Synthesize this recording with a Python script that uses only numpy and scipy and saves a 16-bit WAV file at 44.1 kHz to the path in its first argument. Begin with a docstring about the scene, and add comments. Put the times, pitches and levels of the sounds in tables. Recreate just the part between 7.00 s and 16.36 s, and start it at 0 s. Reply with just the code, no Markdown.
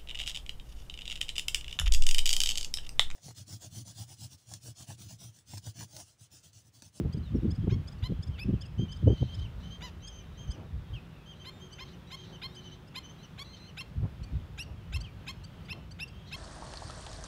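"""Shore birds on a windy lagoon

Close to the microphone one bird barks short keks that break from a high register to a low one,
and a second gives quick rising chips. Farther along the shore others pipe arched notes, squeals
and falling slurs, blurred by echo off the bank. Behind them lie small waves on the mud and the hum
of a far town. Gusts buffet the microphone itself with low, lumpy turbulence."""
import sys
import numpy as np
from scipy import signal
from scipy.fft import rfft, irfft, next_fast_len
from scipy.io import wavfile

SR = 44100
rng = np.random.default_rng(int(sys.argv[2]) if len(sys.argv) > 2 else 0)


def persist_wave(psi):
    """Save psi, clipped to +-1, as 16-bit WAV."""
    counts = np.round(np.clip(psi, -1, 1) * 32767).astype(np.int16)
    wavfile.write(sys.argv[1], SR, np.atleast_2d(counts).T)


N = 412776
BAND_LIMIT_HZ = 15750


def amp(db):
    """Decibels to gain."""
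    return 10 ** (np.asarray(db) / 20)


def unit(x):
    """Scales to an rms of one."""
    return x / np.sqrt(np.mean(x ** 2) + 1e-20)


def level_at(spectrum, hz):
    """The level in dB of a spectrum, interpolated on a log-frequency axis."""
    f, db = np.transpose(spectrum)
    return np.interp(np.log(hz + 1), np.log(f), db)


def bump(hz, centre_hz, octaves):
    """A bell on the log-frequency axis."""
    return np.exp(-(np.log2((hz + 1) / centre_hz) / octaves) ** 2)


def noise(size, gain):
    """Noise of unit rms with the spectrum gain(Hz)."""
    full = next_fast_len(size + 2048)
    spectrum = rfft(rng.standard_normal(full)) * gain(np.fft.rfftfreq(full, 1 / SR))
    return unit(irfft(spectrum, full)[:size])


def wobble(size, hz):
    """Random wavering of unit rms, up to a rate."""
    return noise(size, lambda f: 1 / (1 + (f / hz) ** 4))


def fade(size, rise_s, fall_s):
    """An envelope with rounded ends."""
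    t = np.arange(size) / SR
    rise = np.sin(np.pi / 2 * np.minimum(t / rise_s, 1))
    return rise * np.sin(np.pi / 2 * np.minimum(t[::-1] / fall_s, 1))


def add(mix, start_s, sound):
    """Mixes a sound in at a time."""
    at = round(start_s * SR)
    sound = sound[max(-at, 0):]
    part = mix[max(at, 0):][:len(sound)]
    part += sound[:len(part)]


def play(source, table):
    """Sounds a source once per row: the start time, then its arguments."""
    out = np.zeros(N)
    for start_s, *row in table:
        add(out, start_s, source(*row))
    return out


# Spectrum of town and water, far across the lagoon: f/Hz, relative level/dB
WASH_SPECTRUM = [(50, -31), (90, -10), (165, 2.5), (213, -7.5), (294, -13.5), (463, -16), (727, -20.5),
                 (1250, -21.5), (2200, -27), (3400, -28.5), (4400, -34.5), (7300, -43), (10000, -46.5),
                 (15500, -46)]

def far_wash():
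    """Town and water merge into a low, nearly steady wash."""
    return amp(-51.5 + 0.64 * wobble(N, 3.1)) * noise(N, lambda f: amp(level_at(WASH_SPECTRUM, f)))


# Course of an engine's hum in the distance: t/s, f/Hz, level/dB
ENGINE_HUM = [(0, 378, -89), (2.85, 396.3, -72.5), (3.4, 373, -73), (4.5, 370.4, -68), (5.7, 365.3, -62.5),
              (6, 367.2, -76), (9.36, 366, -78)]

def far_engine():
    """One faint tone that drifts in pitch and level."""
    times, hz, db = np.transpose(ENGINE_HUM)
    t = np.arange(N) / SR
    pitch_hz = np.interp(t, times, hz) * (1 + 0.00438 * wobble(N, 4.43))
    tone = np.sqrt(2) * np.sin(2 * np.pi * np.cumsum(pitch_hz) / SR)
    return amp(np.interp(t, times, db) + 3.2 * wobble(N, 8.5)) * tone


# Small waves at the water's edge: crest t/s, length/s, level/dB
WAVELETS = [(2.854, 0.19, -60), (3.601, 0.26, -50.5), (5.325, 0.11, -53.5), (7.05, 0.13, -48.5),
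            (7.699, .15, -55.5), (8.772, 0.13, -51)]

def wavelets():
    """Each wave laps on the mud as a soft swell of low noise."""
    out = np.zeros(N)
    for crest_s, length, db in WAVELETS:
        swell = np.hanning(round(length * SR))
        water = noise(len(swell), lambda f: bump(f, 178, octaves=2.08))
        add(out, crest_s - length / 2, amp(db) * swell * water)
    return out


def eddies(size, corner_hz):
    """Turbulent pressure at the microphone; faster eddies reach higher, the port adds a hollow tone."""
    def gain(f):
        port = amp(4.5 * bump(f, 398, octaves=0.42))
        rolloff = np.sqrt((1 + (f / corner_hz) ** 2.93) * (1 + (f / (2.197 * corner_hz)) ** 6))
        return port * f / np.hypot(f, 45) / rolloff
    return noise(size, gain)


# Breeze over the microphone: t/s, relative level/dB
BREEZE_LEVELS = [(0.0, -49), (2.53, -44), (2.82, -51.5), (3.78, -48), (4.04, -56.5), (6.78, -55.5),
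                 (7.04, -48), (9.36, -53)]

def breeze():
    """Slow eddies keep up a rumble that swells and sinks."""
    db = np.interp(np.arange(N) / SR, *np.transpose(BREEZE_LEVELS))
    return amp(db + 4.5) * eddies(N, corner_hz=72)


# Gusts on the microphone: t/s, length/s, level before the bass cut/dB, upper corner f/Hz
MIC_GUSTS = [(-.02, 0.13, -31, 149), (0.132, 0.17, -34.5, 119), (.3, 0.11, -27.5, 123),
             (0.421, .13, -27.5, 126), (0.564, .1, -29, 106), (0.651, 0.17, -27.5, 112),
             (1.013, 0.055, -28, 62.5), (1.09, 0.062, -26, 122), (1.158, 0.061, -30, 62.4),
             (1.268, 0.049, -29.5, 62), (1.442, 0.15, -28, 124.5), (1.772, 0.1, -28.5, 106),
             (2.023, 0.12, -20, 124.3), (2.202, .07, -25, 77), (2.346, 0.12, -33.5, 59.4),
             (3.466, 0.044, -26.5, 54.7), (3.705, 0.1, -32.5, 57), (3.885, 0.1, -35, 54.7),
             (6.953, 0.12, -29, 73.7), (7.19, 0.041, -28.5, 58), (7.317, 0.091, -31, 70),
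             (7.638, 0.17, -40.5, 59), (7.883, 0.15, -33, 52.6)]

def gust(length, db, corner_hz):
    """A lumpy swell of turbulence whose small eddies come in quick flurries."""
    size = round(length * SR)
    air = eddies(size, corner_hz)
    large = signal.sosfiltfilt(signal.butter(2, 176, fs=SR, output="sos"), air)
    small = (air - large) * unit(amp(8.5 * wobble(size, hz=25)))
    lumps = amp(2 * wobble(size, hz=21.7))
    return amp(db) * unit((large + small) * lumps) * fade(size, 0.019, 0.029)


# Thumps on the microphone: crest t/s, length/s, level before the bass cut/dB
MIC_THUMPS = [(0.058, 0.032, -28), (.678, 0.02, -25.5), (1.122, 0.011, -33.5), (1.499, 0.038, -35),
              (1.797, 0.0105, -31), (2.078, .024, -20), (2.107, 0.043, -26.5), (2.229, 0.011, -24.5)]

def thumps():
    """Single eddies strike the microphone port."""
    out = np.zeros(N)
    for crest_s, length, db in MIC_THUMPS:
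        swell = np.hanning(round(length * SR))
        thump = unit(swell * eddies(len(swell), corner_hz=241)) * np.sqrt(np.mean(swell ** 2))
        add(out, crest_s - length / 2, amp(db) * thump)
    return out


def wind():
    """Breeze, gusts and thumps through the microphone's bass cut."""
    bass_cut = signal.butter(4, 47.7, "highpass", fs=SR, output="sos")
    return signal.sosfilt(bass_cut, breeze() + play(gust, MIC_GUSTS) + thumps())


# Early reflections off the water and the bank: delay/s, gain
SHORE_REFLECTIONS = [(.0047, -0.01), (0.0093, -0.099), (.019, .06)]

def shore(direct, tail_db, t60_s=0.43):
    """Bank and ripples return a few early reflections and scatter a duller tail."""
    t = np.arange(SR // 2) / SR
    tail = noise(len(t), lambda f: 1 / (1 + (f / 9000) ** 4)) * amp(-60 * t / t60_s) * (t > 0.002)
    out = direct + amp(tail_db) * signal.fftconvolve(direct, tail / np.linalg.norm(tail))[:N]
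    for delay_s, gain in SHORE_REFLECTIONS:
        add(out, delay_s, gain * direct)
    return out


def syrinx(hz, voice, harmonics):
    """A bird's voice: harmonics on a pitch curve, each weighted by voice(Hz) in dB; unit rms."""
    k = np.arange(1, harmonics + 1)[:, None]
    turns = np.cumsum(hz) / SR + rng.random()
    gains = amp(voice(k * hz)) * (k * hz < BAND_LIMIT_HZ)
    return unit((gains * np.sin(2 * np.pi * k * turns)).sum(0))


def whistle(hz, db, octave_db):
    """An unsteady, slightly hoarse tone on a pitch curve, with its octave and two faint partials."""
    size = len(hz)
    waver = 1 + 0.0032 * wobble(size, 70) + 0.012 * wobble(size, 700)
    phase = 2 * np.pi * np.cumsum(hz * waver) / SR
    tone = np.sin(phase) + amp(octave_db) * np.sin(2 * phase)
    tone += amp(-20.5) * np.sin(1.5 * phase) + amp(-34) * np.sin(3 * phase)
    return amp(db + 1.96 * wobble(size, 70)) * np.sqrt(2) * tone * fade(size, 0.025, 0.04)


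def flock(calls_per_s=16):
    """Faint slurs from far out on the flats: many throats, each at its own pitch."""
    rows = []
    for when, length, pitch, distance in rng.random((round(calls_per_s * N / SR), 4)):
        crest_hz = 3188 * 2 ** (0.6 * (pitch - 0.5))
        rows.append((when * N / SR, crest_hz, -82.5 - 4 * distance, 0.06 + 0.091 * length, 0.12))
    return play(slur, rows)


# Slurs from along the shore: t/s, crest f/Hz, level/dB, length/s, fall as a share of the pitch
FAR_SLURS = [(0.225, 4170, -61.5, 0.099, 0.18), (1.322, 3200, -59, 0.085, 0.25),
             (1.524, 3250, -63, 0.079, 0.25), (1.609, 3200, -55.5, 0.065, 0.18),
             (3.929, 3220, -50, 0.072, .25), (8.029, 3240, -51.5, 0.077, 0.32)]

def slur(crest_hz, db, length, fall, hook_s=0.01597):
    """A whistle that hooks up to a crest, then slides down and fades."""
    t = np.arange(0, length, 1 / SR)
    hook = 1 - 0.1186 * np.maximum(1 - t / hook_s, 0) ** 2
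    slide = fall * (1 - np.exp(-(np.maximum(t - hook_s, 0) / (0.32 * length)) ** 1.27))
    return whistle(crest_hz * hook * (1 - slide), db - 18 * slide, octave_db=-23)


# Thin far squeals leading into the piped notes: t/s, length/s, second harmonic's final f/Hz, level/dB
FAR_SQUEALS = [(3.002, 0.031, 4120, -67), (3.343, 0.041, 4100, -71), (4.357, 0.047, 4200, -70),
               (5.069, .056, 4080, -61), (5.473, 0.082, 3920, -65), (6.182, 0.058, 4300, -63.5),
               (6.444, 0.11, 4320, -58), (6.596, 0.085, 4350, -58), (9.256, .08, 4100, -65)]

def squeal(length, end_hz, db, rise=0.075, roughness=0.096):
    """A strained, quavering voice, strongest on its second harmonic; jitter smears it to a hiss."""
    size = round(length * SR)
    along = np.linspace(0, 1, size)
    pitch_hz = end_hz / 2 * (1 - rise * (1 - along ** 2))
    quaver = 0.014 * np.sin(2 * np.pi * 19 * length * along)
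    jitter = 0.0158 * wobble(size, 39.3) + 0.14 * roughness * wobble(size, 730)
    voice = lambda f: level_at([(2000, -8), (4000, 6), (6200, -8.5), (8200, -19), (11000, -40)], f)
    tone = syrinx(pitch_hz * (1 + quaver + jitter), voice, harmonics=4)
    return amp(db) * tone * fade(size, 0.004, 0.0049)


# Stretches where the far piping voice breaks up into a hiss: t/s, length/s, level/dB
FAR_HISSES = [(2.131, 0.31, -65.5), (2.596, 0.18, -66.5), (4.843, .1, -64), (5.156, .19, -64),
              (5.599, .17, -66.5), (6.548, 0.051, -59), (9.265, .085, -59)]

def hoarse_hiss(length, db):
    """The strained voice without its rise, rough and flickering."""
    hiss = squeal(length, end_hz=3950, db=db, rise=0, roughness=0.647)
    return hiss * amp(2.5 * wobble(len(hiss), hz=30)) * fade(len(hiss), 0.019, 0.019)


# Strength of the octave at the microphone as the piping bird turns: t/s, relative level/dB
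OCTAVE_LEVELS = [(1.8, -14), (2.4, -19), (3.05, -1), (3.5, -3.5), (4.3, -14.5), (4.65, -5), (5.3, -11.5),
                 (5.7, -8), (6.1, -1.5), (6.7, -11), (9.3, -19)]
# Piping along the shore: t/s, length/s, top f/Hz, level/dB, closing fall as a share of the pitch
FAR_PIPES = [(.348, 0.036, 5820, -60.5, .12), (1.776, 0.091, 3170, -52.5, 0),
             (1.88, 0.092, 3125, -52.5, 0.0085), (1.975, .08, 3220, -67.5, 0.015),
             (2.068, .11, 3140, -53, 0), (2.174, 0.087, 3130, -53, 0.014),
             (2.273, 0.099, 3165, -54, 0.0046), (2.374, 0.1, 3134, -53.5, 0.21),
             (2.62, 0.088, 3084, -57.5, 0), (2.697, .082, 3184, -54, 0.01),
             (3.018, 0.098, 3205, -54.5, 0.015), (3.111, 0.11, 3130, -58, 0.06),
             (3.37, 0.094, 3200, -57.5, 0.012), (3.464, 0.098, 3120, -58, 0.11),
             (4.253, 0.096, 3180, -54.5, 0.14), (4.39, 0.068, 3145, -55.5, 0.057),
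             (4.49, 0.16, 3650, -69.5, .04), (4.595, 0.095, 3200, -58.5, 0.0071),
             (4.702, 0.1, 3090, -58.5, 0.0024), (4.84, 0.055, 3180, -62, 0.013),
             (4.92, 0.0347, 3190, -57.5, 0.123), (5.165, 0.072, 3210, -55.5, 0),
             (5.213, 0.052, 3220, -56, 0.12), (5.32, 0.057, 3170, -52, 0.166),
             (5.558, 0.054, 3140, -50, 0.053), (5.631, .07, 3065, -54.5, 0.08),
             (5.709, 0.041, 3090, -52.5, 0), (6.029, 0.065, 3100, -57, 0.013),
             (6.086, 0.043, 3150, -55, 0.0083), (6.227, 0.035, 3170, -50, 0.14),
             (6.529, 0.034, 3230, -47, 0.063), (6.671, 0.04, 3170, -51.5, 0.15), (9.135, .2, 3260, -67, 0)]

def pipes(fall_s=0.0405):
    """Each note starts low and stressed, then climbs into an arch; one that closes a phrase falls away."""
    out = np.zeros(N)
    for start_s, length, top_hz, db, fall in FAR_PIPES:
        t = np.arange(0, length, 1 / SR)
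        from_middle = t / length - 0.5
        carries_on = np.clip(1 - fall / 0.08, 0, 1)
        arch = 1 - 0.03 * (2 * from_middle) ** 2 - 0.0368 * np.exp(-t / 0.0097)
        climb = 0.0297 * carries_on * from_middle
        closing = 1 - fall * np.maximum(1 - (length - t) / fall_s, 0) ** 2
        tilt_db = (45 * fall - 2.5 * carries_on) * from_middle
        octave_db = np.interp(start_s, *np.transpose(OCTAVE_LEVELS))
        add(out, start_s, whistle(top_hz * (arch + climb) * closing, db + tilt_db, octave_db))
    return out


# Voice of the second near bird: f/Hz, relative level/dB
CHIP_SPECTRUM = [(1600, -12), (3300, -3.5), (4500, 5), (5200, 3.5), (6400, -8), (8300, -10), (10200, -25),
                 (13000, -40)]

def flick(end_hz, db, bright_db, length=0.021):
    """A quick upward sweep, strongest on its third harmonic."""
    size = round(length * SR)
    sweep = 1 - 0.1894 * np.linspace(1, 0, size) ** 2.05
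    hz = end_hz * sweep * (1 + 0.0027 * wobble(size, 600))
    voice = lambda f: level_at(CHIP_SPECTRUM, f) + bright_db * bump(f, 8700, 0.17)
    return amp(db) * syrinx(hz, voice, harmonics=7) * fade(size, 0.014, 0.005)


# Chips near the microphone: t/s, final f/Hz, level/dB, number of flicks
NEAR_CHIPS = [(0.123, 1685, -52, 2), (0.503, 1750, -49.5, 2), (.872, 1756, -49.5, 2), (.979, 1550, -66, 1),
              (1.223, 1786, -49, 2), (1.607, 1766, -47.5, 2), (1.914, 1740, -49, 2), (2.338, 1775, -51, 2),
              (3.069, 1753, -47.5, 1), (3.504, 1720, -49, 1), (4.722, 1630, -52.5, 1),
              (5.545, 1710, -54.5, 1), (5.871, 1780, -61.5, 1), (7.229, 1550, -53.5, 1),
              (7.618, 1570, -51.5, 1), (8.002, 1580, -46.5, 1), (8.435, 1586, -50.5, 1),
              (8.647, 1640, -61, 1), (8.907, 1580, -51.5, 1), (9.073, 1650, -55.5, 1)]

def chips(pair_gap_s=0.0435):
    """A chip is one flick or a pair; the second of a pair is weaker and a little lower."""
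    out = np.zeros(N)
    for start_s, end_hz, db, flicks in NEAR_CHIPS:
        paired = flicks > 1
        add(out, start_s, flick(end_hz, db, bright_db=-2 if paired else 4))
        if paired:
            add(out, start_s + pair_gap_s, flick(end_hz * 0.98, db - 9.5, bright_db=4))
    return out


# The barking bird's opening creak and its two registers: f/Hz, relative level/dB
CREAK_SPECTRUM = [(700, -6), (1400, 0.5), (2200, 3), (3700, 0.5), (4800, -27), (7000, -11.5), (8800, -54),
                  (11500, -28), (14500, -39)]
HIGH_SPECTRUM = [(2000, -9.5), (2700, 1), (5500, -8), (8200, -29), (11000, -18), (14000, -31)]
LOW_SPECTRUM = [(600, 6), (1050, -3), (2100, -3.5), (3150, 2.5), (4200, 2), (5300, -9), (6300, -14.5),
                (7400, -14.5), (8400, -38), (9600, -24.5), (11600, -18), (12700, -27), (14500, -37)]
# Keks near the microphone: t/s, high register/s, low register/s, release/s, low-register f/Hz,
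# level/dB, lift near 6.5 kHz/dB, lift near 8.4 kHz/dB
NEAR_KEKS = [(0.693, 0.0062, 0.032, .006, 1105, -50, 14.5, -24),
             (1.021, 0.0023, 0.034, 0.0083, 1047, -45.5, -4.5, 4),
             (1.378, 0.043, 0.00089, .006, 1001, -44.5, -2.5, -4),
             (2.806, 0.0045, 0.03, 0.048, 1024, -45, 8.5, -9),
             (4.44, 0.0028, 0.04, 0.0047, 1062, -47.5, -5, 6),
             (4.782, 0.008, 0.033, .006, 1075, -46.5, 9, -18),
             (5.101, 0.0063, 0.032, 0.0083, 1081, -45, 2, 1),
             (5.414, 0.0069, .031, 0.0042, 1078, -40.5, -9, 0),
             (5.942, 0.0074, 0.026, .006, 1068, -41.5, -3, 6.5),
             (6.375, 0.0022, 0.038, .006, 1140, -45, -1.5, 6),
             (6.767, 0.027, 0.011, 0.0052, 1073, -41, 0, 2.5),
             (7.575, 0.0348, 0.0019, 0.004, 1092, -42, 4.5, 7.5),
             (7.922, 0.025, 0.011, 0.0055, 1074, -40.5, 1.5, 6),
             (8.265, 0.01, 0.022, 0.0065, 1090, -41.5, 3.5, 2),
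             (8.683, 0.03, 0.0054, 0.0044, 1052, -40.5, -1.5, -5),
             (8.987, 0.04, 0, 0.0039, 1052, -40.5, 0, -2.5), (9.312, 0.015, 0.013, 0.0069, 1088, -40, 0, 2)]

def kek(high_s, low_s, release_s, pitch_hz, db, bill_db, top_db, creak_s=0.014, high_ratio=2.67):
    """A soft rising creak locks into the high register, which may break down into the low one."""
    def voice(spectrum):
        """A wider bill moves the weight from 4 kHz up towards 6 kHz."""
        bill = lambda f: bill_db * (bump(f, 6450, 0.43) - 0.68 * bump(f, 4100, 0.38))
        return lambda f: level_at(spectrum, f) + bill(f) + top_db * bump(f, 8400, 0.43)

    held_s = creak_s + high_s + low_s
    t = np.arange(0, held_s + release_s, 1 / SR)
    size = len(t)
    since_lock = t - creak_s
    slack = np.maximum(t - held_s, 0)
    creep = abs(1 - t / held_s)
    # tension rises fast, creeps, lets go; the low register settles sooner
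    high_glide = 1 - 0.35 * np.exp(-t / 0.016) - 0.032 * creep - 3 * slack
    low_glide = 1 - 0.3 * np.exp(-t / 0.012) - 0.0296 * creep - 3 * slack
    jitter = 1 + (0.0092 + 1.2 * slack) * wobble(size, 330)
    high_hz = pitch_hz * high_ratio * high_glide * jitter
    creak_hz = pitch_hz * 0.9 * high_glide * (1 + 0.05 * wobble(size, 680))
    creak = syrinx(creak_hz, voice(CREAK_SPECTRUM), harmonics=16)
    high = syrinx(high_hz, voice(HIGH_SPECTRUM), harmonics=5)
    low = syrinx(pitch_hz * low_glide * jitter, voice(LOW_SPECTRUM), harmonics=14)

    # at first every other high cycle is weak, which adds a tone between the first two harmonics
    between_hz = 1.5 * high_hz * (1 + 0.024 * wobble(size, 670))
    between = np.sqrt(2) * np.sin(2 * np.pi * np.cumsum(between_hz) / SR)
    doubling = amp(-1.5) * np.exp(-(since_lock / 0.0075) ** 2)
    locked = np.clip(since_lock / 0.0089 + 0.5, 0, 1)
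    dropped = np.clip((since_lock - high_s) / 0.0011 + 0.5, 0, 1) * (low_s > 0.005)
    register = high * (1 - dropped) + low * dropped
    tone = locked * ((1 - 0.47 * doubling) * register + doubling * between)

    opening = amp(-6) * np.minimum(t / creak_s, 1) ** 0.74 * np.exp(-np.maximum(since_lock, 0) / 0.0036)
    harshness = amp(-24.5 + 0.78 * bill_db)  # open-billed calls stay harsh
    envelope = amp(db + 1.5 * wobble(size, 75) - 15 * slack / release_s) * fade(size, 0.0029, 0.0046)
    return envelope * ((opening + harshness) * creak + tone)


def scene():
    """One microphone on the shore: near birds are almost dry, far ones blurred, the flock mostly echo."""
    near = play(kek, NEAR_KEKS) + chips()
    far = pipes() + play(slur, FAR_SLURS) + play(squeal, FAR_SQUEALS) + play(hoarse_hiss, FAR_HISSES)
    birds = shore(near, tail_db=-21) + shore(far, tail_db=-15) + shore(flock(), tail_db=8)
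    lagoon = far_wash() + far_engine() + wavelets()
    return (birds + lagoon + wind())[None]


def record(dry):
    """The recorder's band limit."""
    lowpass = signal.firwin(511, BAND_LIMIT_HZ, window=("kaiser", 9), fs=SR)
    return signal.oaconvolve(dry, lowpass[None], "same")


dry = scene()
out = record(dry)
persist_wave(out)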